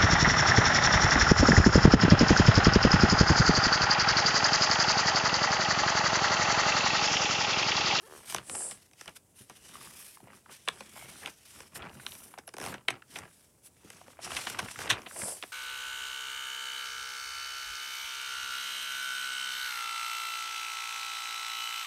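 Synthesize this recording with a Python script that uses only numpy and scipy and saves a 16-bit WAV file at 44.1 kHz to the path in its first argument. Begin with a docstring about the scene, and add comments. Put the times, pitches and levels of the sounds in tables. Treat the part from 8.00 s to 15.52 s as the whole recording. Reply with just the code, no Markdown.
"""Turning the sheets of a big picture book

Large sheets are slid, lifted and turned by hand on a carpeted floor, close by, over a quiet steady floor noise.
Sliding is patchy hiss with small catches; bending is dense crackle, rustle and a low flap of moved air.
Buckles, edge ticks and a thumb riffle are noisy pushes into banks of resonances; knocks and pats are short noise.
Twice one sheet glides over another with a bright swish; a fingertip squeaks and creaks on a page at the start."""
import sys
import numpy as np
from scipy import signal
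from scipy.io import wavfile
from scipy.ndimage import uniform_filter1d

SR = 44100
rng = np.random.default_rng(int(sys.argv[2]) if len(sys.argv) > 2 else 0)


def transcribe(u):
    """Save the signal u as a 16-bit wav file named by the first command-line argument.

    u: samples, shape (n,) or (channels, n), limited to [-1, 1]; the rate is SR.
    q: integer samples, one column per channel.
    """
    v = np.clip(np.atleast_2d(u).T, -1, 1)
    q = np.round(v * 32767).astype(np.int16)
    wavfile.write(sys.argv[1], SR, q)


N = 331632
TIME = np.arange(N) / SR
DITHER = 1e-18 * np.sin(np.arange(N))  # inaudible; keeps the filters quick through silence
SNAP_LEAD_S = .0108  # a snap starts this long before its peak

# A hand or sheet slides over paper; a light touch hisses brighter than a firm one.
# Each row: time of full speed in seconds, rise in seconds, fall in seconds, relative level in dB,
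# tilt in dB (positive is brighter).
SLIDE_STROKES = [(.17, 0.17, 0.14, -53.5, 1.5), (.315, 0.047, 0.057, -44.5, -1.5),
                 (.6, 0.18, 0.21, -53, -1.5), (1.01, 0.04, 0.1, -57, -2.5),
                 (1.167, 0.012, 0.0093, -50.5, -3.5), (1.39, 0.026, 0.045, -50.5, 1),
                 (1.82, 0.25, 0.15, -51.5, -2.5), (2.05, 0.3, 0.13, -47.5, 4),
                 (2.36, 0.05, 0.041, -56.5, 0.5), (2.53, 0.031, 0.042, -50.5, -1.5),
                 (2.76, 0.28, 0.38, -59.5, -3.5), (2.99, 0.073, 0.14, -49.5, 1),
                 (3.24, 0.24, 0.13, -53.5, -2), (3.52, 0.12, 0.18, -54.5, -1),
                 (3.765, 0.019, 0.015, -41.5, 3), (4.04, .12, 0.13, -55.5, 0.5),
                 (4.21, 0.21, 0.13, -50.5, 7.5), (4.675, 0.078, 0.055, -45.5, 2.5),
                 (5.17, 0.075, 0.039, -53, -2), (5.33, 0.22, 0.19, -60.5, 2.5),
                 (5.66, 0.023, 0.027, -53.5, 5.5), (5.94, 0.16, 0.22, -58.5, -2),
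                 (6.245, 0.029, 0.068, -51, -10.5), (6.38, 0.077, 0.091, -43, -5),
                 (6.505, 0.051, 0.042, -45, -4.5), (6.66, 0.094, 0.15, -48.5, -2.5),
                 (6.83, 0.057, 0.051, -45.5, -3.5), (7.25, 0.2, 0.28, -47.5, 3)]
# Each slide is a rounded arch: loss at the ends of its rise and fall, and how flat its top is.
SLIDE_END_DB, SLIDE_FLATNESS = -9.5, 1.83
SLIDE_REST_DB = -75  # between strokes the held book is never quite still


def from_db(db):
    """Decibels to gain."""
    return np.exp(np.asarray(db) * (np.log(10) / 20))


def rms_one(x):
    """Scale to unit power."""
    return x / np.sqrt(np.mean(x ** 2) + 1e-30)


def rms_10ms(x):
    """Scale so that the whole energy, packed into 10 ms, would have unit power."""
    return x / np.sqrt(np.sum(x ** 2) / (SR / 100))


def in_time(rows):
    """The columns of a curve at every sample."""
    s, *columns = np.transpose(rows)
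    return [np.interp(TIME, s, c) for c in columns]


def at_hz(points, hz):
    """Read a table on a log-frequency axis."""
    f, value = np.transpose(points)
    return np.interp(np.log(hz), np.log(f), value)


def add(out, s, sound):
    """Mix a short sound in at time s."""
    start = max(int(s * SR), 0)
    out[start:start + len(sound)] += sound[:N - start]


def drift(rate):
    """Slow random wander with spread 1, smoothed above the rate in Hz and drawn every 40 samples."""
    r = np.exp(-80 * np.pi * rate / SR)
    white = rng.standard_normal(N // 40 + 2002)
    slow = signal.lfilter([1], [1, -2 * r, r * r], white)[2000:]  # past the settling of the filter
    return np.interp(np.arange(N) / 40, np.arange(len(slow)), rms_one(slow))


def band(x, low, high, order=2):
    """Causal band-pass."""
    sos = signal.butter(order, [low, min(high, .47 * SR)], "band", fs=SR, output="sos")
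    return signal.sosfilt(sos, x + DITHER[:len(x)])


def bands(spectrum, count):
    """Neighbouring bands over the range of a spectrum: (low, high, centre)."""
    edges = np.geomspace(spectrum[0][0], spectrum[-1][0], count + 1)
    return zip(edges, edges[1:], np.sqrt(edges[1:] * edges[:-1]))


def noise(spectrum, patchy_db, patchy_rate, count):
    """Coloured noise whose bands swell, each at its own times."""
    white = rng.standard_normal((2, N))
    swell = from_db(patchy_db * drift(patchy_rate))
    out = 0
    for k, (low, high, hz) in enumerate(bands(spectrum, count)):
        own_swell = np.roll(swell, rng.integers(N))
        out = out + from_db(at_hz(spectrum, hz)) * band(white[k % 2], low, high) * own_swell
    return rms_one(out)


def resonate(x, hz, width):
    """One bending resonance, gain 1 on top."""
    r = np.exp(-np.pi * width / SR)
    feed = np.array([1, 0, -1]) * (1 - r * r) / 2
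    return signal.lfilter(feed, [1, -2 * r * np.cos(2 * np.pi * hz / SR), r * r], x + DITHER[:len(x)])


def crackle(spectrum, per_s, size_db, q, count):
    """Tiny creases give way at random; each rings the sheet's resonances with strengths of its own."""
    at = np.flatnonzero(rng.random(N) < per_s / SR)
    sizes = from_db(size_db * np.minimum(rng.exponential(1, len(at)), 3))
    out, clicks = np.zeros(N), np.zeros(N)
    for low, high, hz in bands(spectrum, count):
        clicks[at] = from_db(at_hz(spectrum, hz)) * sizes * rng.standard_normal(len(at))
        out += band(resonate(clicks, hz, hz / q), hz / 2, hz * 2, order=1)
    # the hand feeds in energy steadily, however the creases share it: level over 50 ms
    return out / np.sqrt(uniform_filter1d(out ** 2, size=2200) + np.mean(out ** 2) / 10000)


def arches(rows, end_db, flatness):
    """Each stroke gathers speed, peaks and dies away: its power about every ms, one row per stroke."""
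    t = TIME[::SR // 1000]
    s, rise_s, fall_s, level_db = np.transpose(rows)[:4, :, None]
    away = np.abs((t - s) / np.where(t < s, rise_s, fall_s))
    return t, from_db(level_db + np.maximum(end_db * away ** flatness, -200)) ** 2


def effort(rows, end_db, flatness, rest_db):
    """Level in dB of overlapping strokes above the stir of the resting book."""
    t, power = arches(rows, end_db, flatness)
    return np.interp(TIME, t, 10 * np.log10(power.sum(0) + from_db(rest_db) ** 2))


def quiet_floor():
    """Steady coloured noise under everything."""
    # Each row: frequency in Hz, relative level in dB per Hz.
    floor_colour = [(30, -25), (70, 13), (150, 9.5), (700, 1.5), (1400, -13.5), (4000, -18), (9700, -2.5),
                    (15500, -19.5)]
    return from_db(-66.5) * noise(floor_colour, patchy_db=0, patchy_rate=1, count=16)


def creak():
    """A fingertip sticks and slips, each slip knocking the page: first a rising squeak, then a slow creak."""
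    # Each row: time in seconds, slips per second, level in dB before the gain of the page.
    creak_curve = [(.015, 335, -65.5), (.038, 435, -56.5), (.056, 450, -59), (.075, 590, -54),
                   (.084, 78, -61), (.128, 78, -49), (.2, 70, -59)]
    slips_per_s, level_db = in_time(creak_curve)
    turns = np.cumsum(slips_per_s + 8 * drift(60)) / SR
    slips = np.diff(np.floor(turns), prepend=0) / np.sqrt(slips_per_s)
    page = resonate(slips, 390, 120) - 0.45 * resonate(slips, 1140, 500) + 0.38 * resonate(slips, 1800, 250)
    return from_db(level_db) * rms_one(band(page, 280, 2100)) * (TIME < creak_curve[-1][0])


def touch():
    """Tilt of the hiss: an average over the slides of the moment, led by the strongest."""
    t, power = arches(SLIDE_STROKES, SLIDE_END_DB, SLIDE_FLATNESS)
    tilts_db = np.array(SLIDE_STROKES)[:, -1]
    return np.interp(TIME, t, tilts_db @ power / (power.sum(0) + from_db(SLIDE_REST_DB) ** 2))


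def sliding():
    """Fibres rub past each other: a hiss with small catches, uneven as the grip comes and goes."""
    # Each row: frequency in Hz, relative level in dB per Hz.
    slide_colour = [(500, -12.5), (1500, -4), (3000, -0.5), (4400, -5), (5800, 0), (6500, -5), (9600, 1),
                    (11500, -3), (13000, -9.5), (15500, -21)]
    level_db = effort(SLIDE_STROKES, SLIDE_END_DB, SLIDE_FLATNESS, SLIDE_REST_DB)
    hiss = noise(slide_colour, patchy_db=2.1, patchy_rate=6, count=44)
    catches = crackle(slide_colour, per_s=400, size_db=1.5, q=5.4, count=22)
    rub = from_db(-2.5) * hiss + from_db(-9.0) * catches
    # the firmness of the touch tips the balance of the low and high halves
    tilt_db = touch()
    dull = signal.sosfiltfilt(signal.butter(2, 9300, fs=SR, output="sos"), rub)
    tilted = dull * from_db(-tilt_db) + (rub - dull) * from_db(tilt_db / 2)
    return from_db(level_db + 2.5 * drift(30)) * tilted


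def bending():
    """A flexing sheet: the harder it bends the denser its creases, over fine rustle and the flap of moved air."""
    # A sheet is flexed and let go.
    # Each row: time of the tightest bend in seconds, rise in seconds, fall in seconds, relative level in dB.
    bend_strokes = [(.22, .16, 0.13, -60), (.37, 0.069, 0.063, -49), (.56, 0.082, 0.19, -54),
                    (1.09, 0.03, 0.029, -54), (1.509, 0.01, 0.02, -50.5), (1.79, 0.2, 0.26, -59),
                    (2.315, 0.08, 0.069, -57.5), (2.505, .025, 0.026, -54.5), (2.71, 0.038, 0.21, -57.5),
                    (2.99, 0.068, 0.25, -56), (3.272, 0.051, 0.033, -47), (3.61, 0.075, 0.059, -56),
                    (3.83, .09, 0.099, -46), (3.99, 0.085, 0.39, -58), (4.675, 0.092, .11, -44),
                    (4.91, .025, 0.07, -47.5), (5.19, 0.067, 0.0943, -50), (5.98, 0.18, 0.28, -62),
                    (6.33, 0.12, 0.18, -46.5), (6.61, 0.14, 0.11, -46), (6.83, 0.062, 0.075, -43),
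                    (6.905, 0.062, .115, -40), (7.24, 0.13, 0.1, -53)]
    # Colours of the creases and of the moved air. Each row: frequency in Hz, relative level in dB per Hz.
    bend_colour = [(200, -17), (380, 2), (1300, 4), (2000, -1), (2800, -2), (3600, -22.5), (5000, -16),
                   (8000, -32), (16000, -54.5)]
    flap_colour = [(25, -36), (50, -6), (75, -0.5), (160, 0), (400, -5)]
    level_db = effort(bend_strokes, end_db=-12, flatness=2.1, rest_db=-83)
    creases_per_s = 420 * from_db(.4 * (level_db + 50))
    creases = crackle(bend_colour, creases_per_s, size_db=5, q=9.3, count=24)
    rustle = noise(bend_colour, patchy_db=2.0, patchy_rate=6.4, count=24)
    flap = noise(flap_colour, patchy_db=3.5, patchy_rate=12.8, count=8)
    # the sheet gives way in fits and starts
    fits = from_db(level_db + 1.5 * drift(35))
    flexing = fits * (from_db(-1.0) * creases + from_db(-7.0) * rustle)
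    return flexing + from_db(0.72 * level_db - 19.5) * flap


def snap(levels_db, tilt_db, crumple_ms, q=7.7, crumple=1.0, lag_ms=0.74, damping_hz=50):
    """A main buckle within a short run of small ones rings the sheet; slow bending waves bring the lows late."""
    # Each row: frequency in Hz, relative strength of the ring in dB.
    snap_colour = [(120, -1), (800, 1.5), (2000, -1), (2900, -1.5), (4200, -11.5), (5700, -0.5),
                   (6800, -12), (9800, -6), (16000, -45)]
    t = np.arange(SR // 12) / SR - .01
    # the run builds up three times as fast as it dies away
    fade = np.exp(-np.where(t < 0, -t * 3, t) / (crumple_ms / 1000))
    run = rng.standard_normal(len(t)) ** 3 * fade
    push = crumple * np.sqrt(crumple_ms) * run / np.linalg.norm(run)
    push[np.argmin(abs(t))] += 1
    out, edges = 0, [120, 900, 4500, 13500]  # Hz, around the body, the crack and the edge
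    for low, high, level_db in zip(edges, edges[1:], levels_db):
        places = (np.arange(10) + .5 + (rng.random(10) - .5) / 2) / 10
        rings = 0
        for k, hz in enumerate(low * (high / low) ** places):
            octaves = np.log2(np.clip(hz, edges[1], edges[2]) / low)
            gain = from_db(at_hz(snap_colour, hz) + tilt_db * octaves + rng.standard_normal())
            lag = int(SR * lag_ms / 1000 * np.sqrt(500 / hz))  # lag_ms holds at 500 Hz
            rings = rings + np.roll(resonate(push, hz, hz / q + damping_hz), lag) * gain * (-1) ** k
        out = out + from_db(level_db) * rms_10ms(band(rings, low, high))
    return out


def ticks(body_db=-7, tilt_db=1, crumple_ms=2.1):
    """A page edge catches and lets go with a thin bright tick that has little body."""
    # Each row: time in seconds, level in dB of crack and edge alike, over 10 ms.
    edge_ticks = [(.299, -46), (.324, -43.5), (.913, -66.5), (.934, -61.5), (1.012, -47), (1.059, -55),
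                  (1.094, -58), (1.169, -59), (3.605, -51.5), (4.152, -54.5), (4.49, -52.5), (5.903, -50),
                  (6.35, -45), (6.5, -42.5), (6.804, -52), (7.019, -54.5)]
    out = np.zeros(N)
    for s, level_db in edge_ticks:
        add(out, s - SNAP_LEAD_S, snap((level_db + body_db, level_db, level_db), tilt_db, crumple_ms))
    return out


def snaps():
    """The sheet buckles or its edge flicks: a low body, a crack and a bright edge."""
    # Each row: time in seconds, crack in dB, edge in dB (both over 10 ms, before a common gain),
    # tilt of the crack in dB per octave, length of the crumple in ms.
    buckles = [(0.347, -33.5, -34.5, -2.5, 0.97), (0.363, -42, -46, 6, 2.6), (0.384, -40.5, -54, 4.5, 4.4),
               (0.497, -43, -47, 0.5, 2.5), (0.551, -45, -46, -2.5, 4), (0.712, -47, -48, 2, 6.3),
               (1.079, -44, -53.5, 4.5, 3.3), (1.4983, -53, -53.5, 1, 1.9), (2.677, -34, -58, -1, 1.9),
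               (2.686, -28.5, -40, 5.5, 1.55), (2.807, -46, -54, -1, 6.1), (3.2599, -37.5, -50, 10, 3.1),
               (3.274, -43, -52, 1.5, 5.2), (3.758, -46, -51, 3, 5.5), (3.823, -47, -70, 6, 3.8),
               (4.0654, -37, -48, 8, 1.36), (4.121, -49, -59, 19, 0.37), (4.386, -48, -52, -1, 5.3),
               (4.478, -51, -55, -1.5, 2.9), (4.54, -49.5, -52, -2, 3.5), (4.742, -42, -52, 1, 5.8),
               (4.884, -24.5, -42.5, 2, 2.67), (4.905, -37.5, -43.5, 0, 4.2), (5.1593, -40, -64, 3, 6.4),
               (5.188, -48, -46.5, 4, 3.3), (6.318, -40, -68, 0, 1.64), (6.368, -32.5, -40.5, 5, 4.9),
               (6.47, -33.5, -48, 2, 6.7), (6.591, -31, -38.5, 1, 5.8), (6.601, -42, -54, 3, 1.93),
               (6.79, -43, -48.5, -1, 2.04), (6.877, -42, -58, 4, 2.52), (6.9026, -21, -29, 5.5, 12.5),
               (6.928, -36, -61, 6, 9.7), (7.064, -43, -68, 1, 6.3), (7.4261, -39.5, -56, 6, 1.46),
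               (7.436, -42.5, -56, 0, 2.7)]
    out = np.zeros(N)
    for s, crack_db, edge_db, tilt_db, crumple_ms in buckles:
        # the body grows more slowly than the crack, and a crisp snap has less of it
        body_db = -48 + 0.6 * (crack_db + 45) - 1.44 * tilt_db
        add(out, s - SNAP_LEAD_S, snap((body_db, crack_db, edge_db), tilt_db, crumple_ms))
    return from_db(1.5) * out


def pats(low_hz=88, high_hz=300, fade_s=0.018):
    """A hand or sheet lands softly: a dying thud in the stack of pages, damped by the carpet."""
    # Each row: time in seconds, relative level in dB.
    landings = [(0.514, -53), (1.406, -56.5), (2.229, -54.5), (3.959, -55), (4.7, -45.5), (5.846, -54),
                (6.624, -44.5), (6.919, -40.5), (7.226, -48)]
    out, t = np.zeros(N), np.arange(SR // 10) / SR
    for s, level_db in landings:
        thud = band(rng.standard_normal(len(t)) * np.exp(-t / fade_s), low_hz, high_hz)
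        add(out, s, from_db(level_db - 4.5) * rms_one(thud))
    return out


def swishes(end_db=-26.0, width_hz=3300, top_ratio=1.27):
    """Sheets glide face to face, faster then slower: a sharp-edged bright band, thin rasp and grainy low scrape."""
    # Each row: time of full speed in seconds, half length in seconds, centre of the hiss in Hz,
    # hiss in dB, rasp in dB, scrape in dB.
    glides = [(0.606, 0.17, 8500, -37, -55.5, -51), (7.254, 0.16, 9000, -38.5, -50, -47.5)]
    white, flicker = rng.standard_normal(N), from_db(.8 * drift(90))
    rasp = rms_one(band(white, 4500, 6450, order=8))
    scrape_colour = [(320, -1), (540, 5.0), (950, -5.5), (2000, -15)]  # Hz, relative dB
    scrape = crackle(scrape_colour, per_s=700, size_db=5.5, q=4.2, count=8)
    out = 0
    for s, half_s, hz, hiss_db, rasp_db, scrape_db in glides:
        bright = band(white, 7250, hz * top_ratio, order=5)
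        hiss = flicker * rms_one(resonate(bright, hz, width_hz))
        speed = from_db(np.maximum(end_db * np.abs((TIME - s) / half_s) ** 2.6, -200))
        out = out + speed * (from_db(hiss_db) * hiss + from_db(rasp_db) * rasp + from_db(scrape_db) * scrape)
    return out


def taps(contact_s=0.00141, q=2.9):
    """A fingertip or page corner knocks: a soft contact builds up, then dully rings the damped stack."""
    # Each row: time in seconds, level in dB over 10 ms, pitch in Hz.
    knocks = [(1.755, -45.5, 1170), (1.812, -52.5, 1090), (1.872, -51.5, 1196), (2.172, -52.5, 980),
              (2.204, -55.5, 800), (2.273, -54, 600), (2.333, -55, 989), (2.461, -53.5, 1060),
              (2.688, -33.5, 1200), (2.963, -50.5, 746), (2.977, -48, 802), (3.024, -50.5, 743),
              (3.233, -49, 1700), (3.999, -49, 1508), (4.34, -48, 1090), (4.378, -45, 697),
              (5.022, -50.5, 1403), (6.014, -52.5, 751), (6.082, -51, 539.6), (6.191, -45.5, 650),
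              (6.267, -44.5, 697), (6.307, -42, 1300), (6.547, -40.5, 1401), (6.685, -42.5, 1370),
              (6.76, -43.5, 1499), (6.816, -40.5, 1399), (7.111, -47.5, 1497), (7.163, -44, 621),
              (7.218, -40, 1900), (7.236, -45, 901), (7.258, -43, 540), (7.284, -44, 550)]
    out, t = np.zeros(N), np.arange(SR // 20) / SR
    for s, level_db, hz in knocks:
        push = rng.standard_normal(len(t)) * t * np.exp(-t / contact_s)
        knock = band(resonate(push, hz, hz / q), hz / 2, 3700)
        add(out, s - contact_s, from_db(level_db) * rms_10ms(knock))
    return out


def sings(q=13):
    """Narrow ringing tones: a low one swelling as a sheet is rubbed, a brief high one within a snap."""
    # Each row: time of the peak in seconds, half length in seconds, pitch in Hz, level in dB.
    tones = [(3.03, 0.081, 2225, -56), (4.478, .006, 10700, -45)]
    white, out = rng.standard_normal(N), 0
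    for s, half_s, hz, level_db in tones:
        swell = np.exp(-np.minimum(((TIME - s) / half_s) ** 2, 20))
        tone = resonate(resonate(white, hz, hz / q), hz, 2 * hz / q)
        out = out + from_db(level_db) * swell * rms_one(tone)
    return out


def riffle(tilt_db=-2, crumple_ms=1.53, count=9):
    """Page edges slip off the thumb one after another, faster and faster, no two alike."""
    out, s = np.zeros(N), 4.568
    flick_db = np.array((-44.5, -46.5, -48))  # body, crack and edge of a typical flick
    for k, place in enumerate(np.linspace(-1, 1, count)):
        early, strong = rng.standard_normal(2)
        levels_db = flick_db - 3 * min(place, 0) ** 2 + 1.655 * strong  # the first flicks tend to be weaker
        length_ms = crumple_ms * (1 + 2 * max(place, 0) ** 4)  # the last ones blur
        add(out, s - SNAP_LEAD_S - early * .0008, snap(levels_db, tilt_db, length_ms))
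        s += .0165 * .93 ** k  # seconds, each gap shorter than the one before
    return out


def room(x, t60=0.16, gap_s=0.0044):
    """A small carpeted room: a faint diffuse tail after a short gap, shorter in the treble."""
    # Each row: frequency in Hz, relative strength of the reverberation in dB.
    room_colour = [(100, -14), (14000, -16.5)]
    t = np.arange(SR // 2) / SR
    tail = 0
    for low, high, hz in bands(room_colour, count=10):
        fade = from_db(-60 * t / t60 * (1 + hz / 20000)) * (t > gap_s)
        dying = rng.standard_normal(len(t)) * fade
        tail = tail + from_db(at_hz(room_colour, hz)) * band(dying / np.linalg.norm(dying), low, high)
    return signal.fftconvolve(x, tail)[:N]


def scene():
    """The paper, the room around it and a quiet steady floor."""
    strokes = sliding() + bending() + swishes()
    flicks = ticks() + snaps() + riffle()
    paper = strokes + flicks + creak() + pats() + taps() + sings()
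    return (paper + room(paper) + quiet_floor())[None]


def record(dry):
    """The top is cut steeply above 15.9 kHz."""
    return signal.sosfilt(signal.ellip(10, .2, 70, 15900, fs=SR, output="sos"), dry)


dry = scene()
out = record(dry)
transcribe(out)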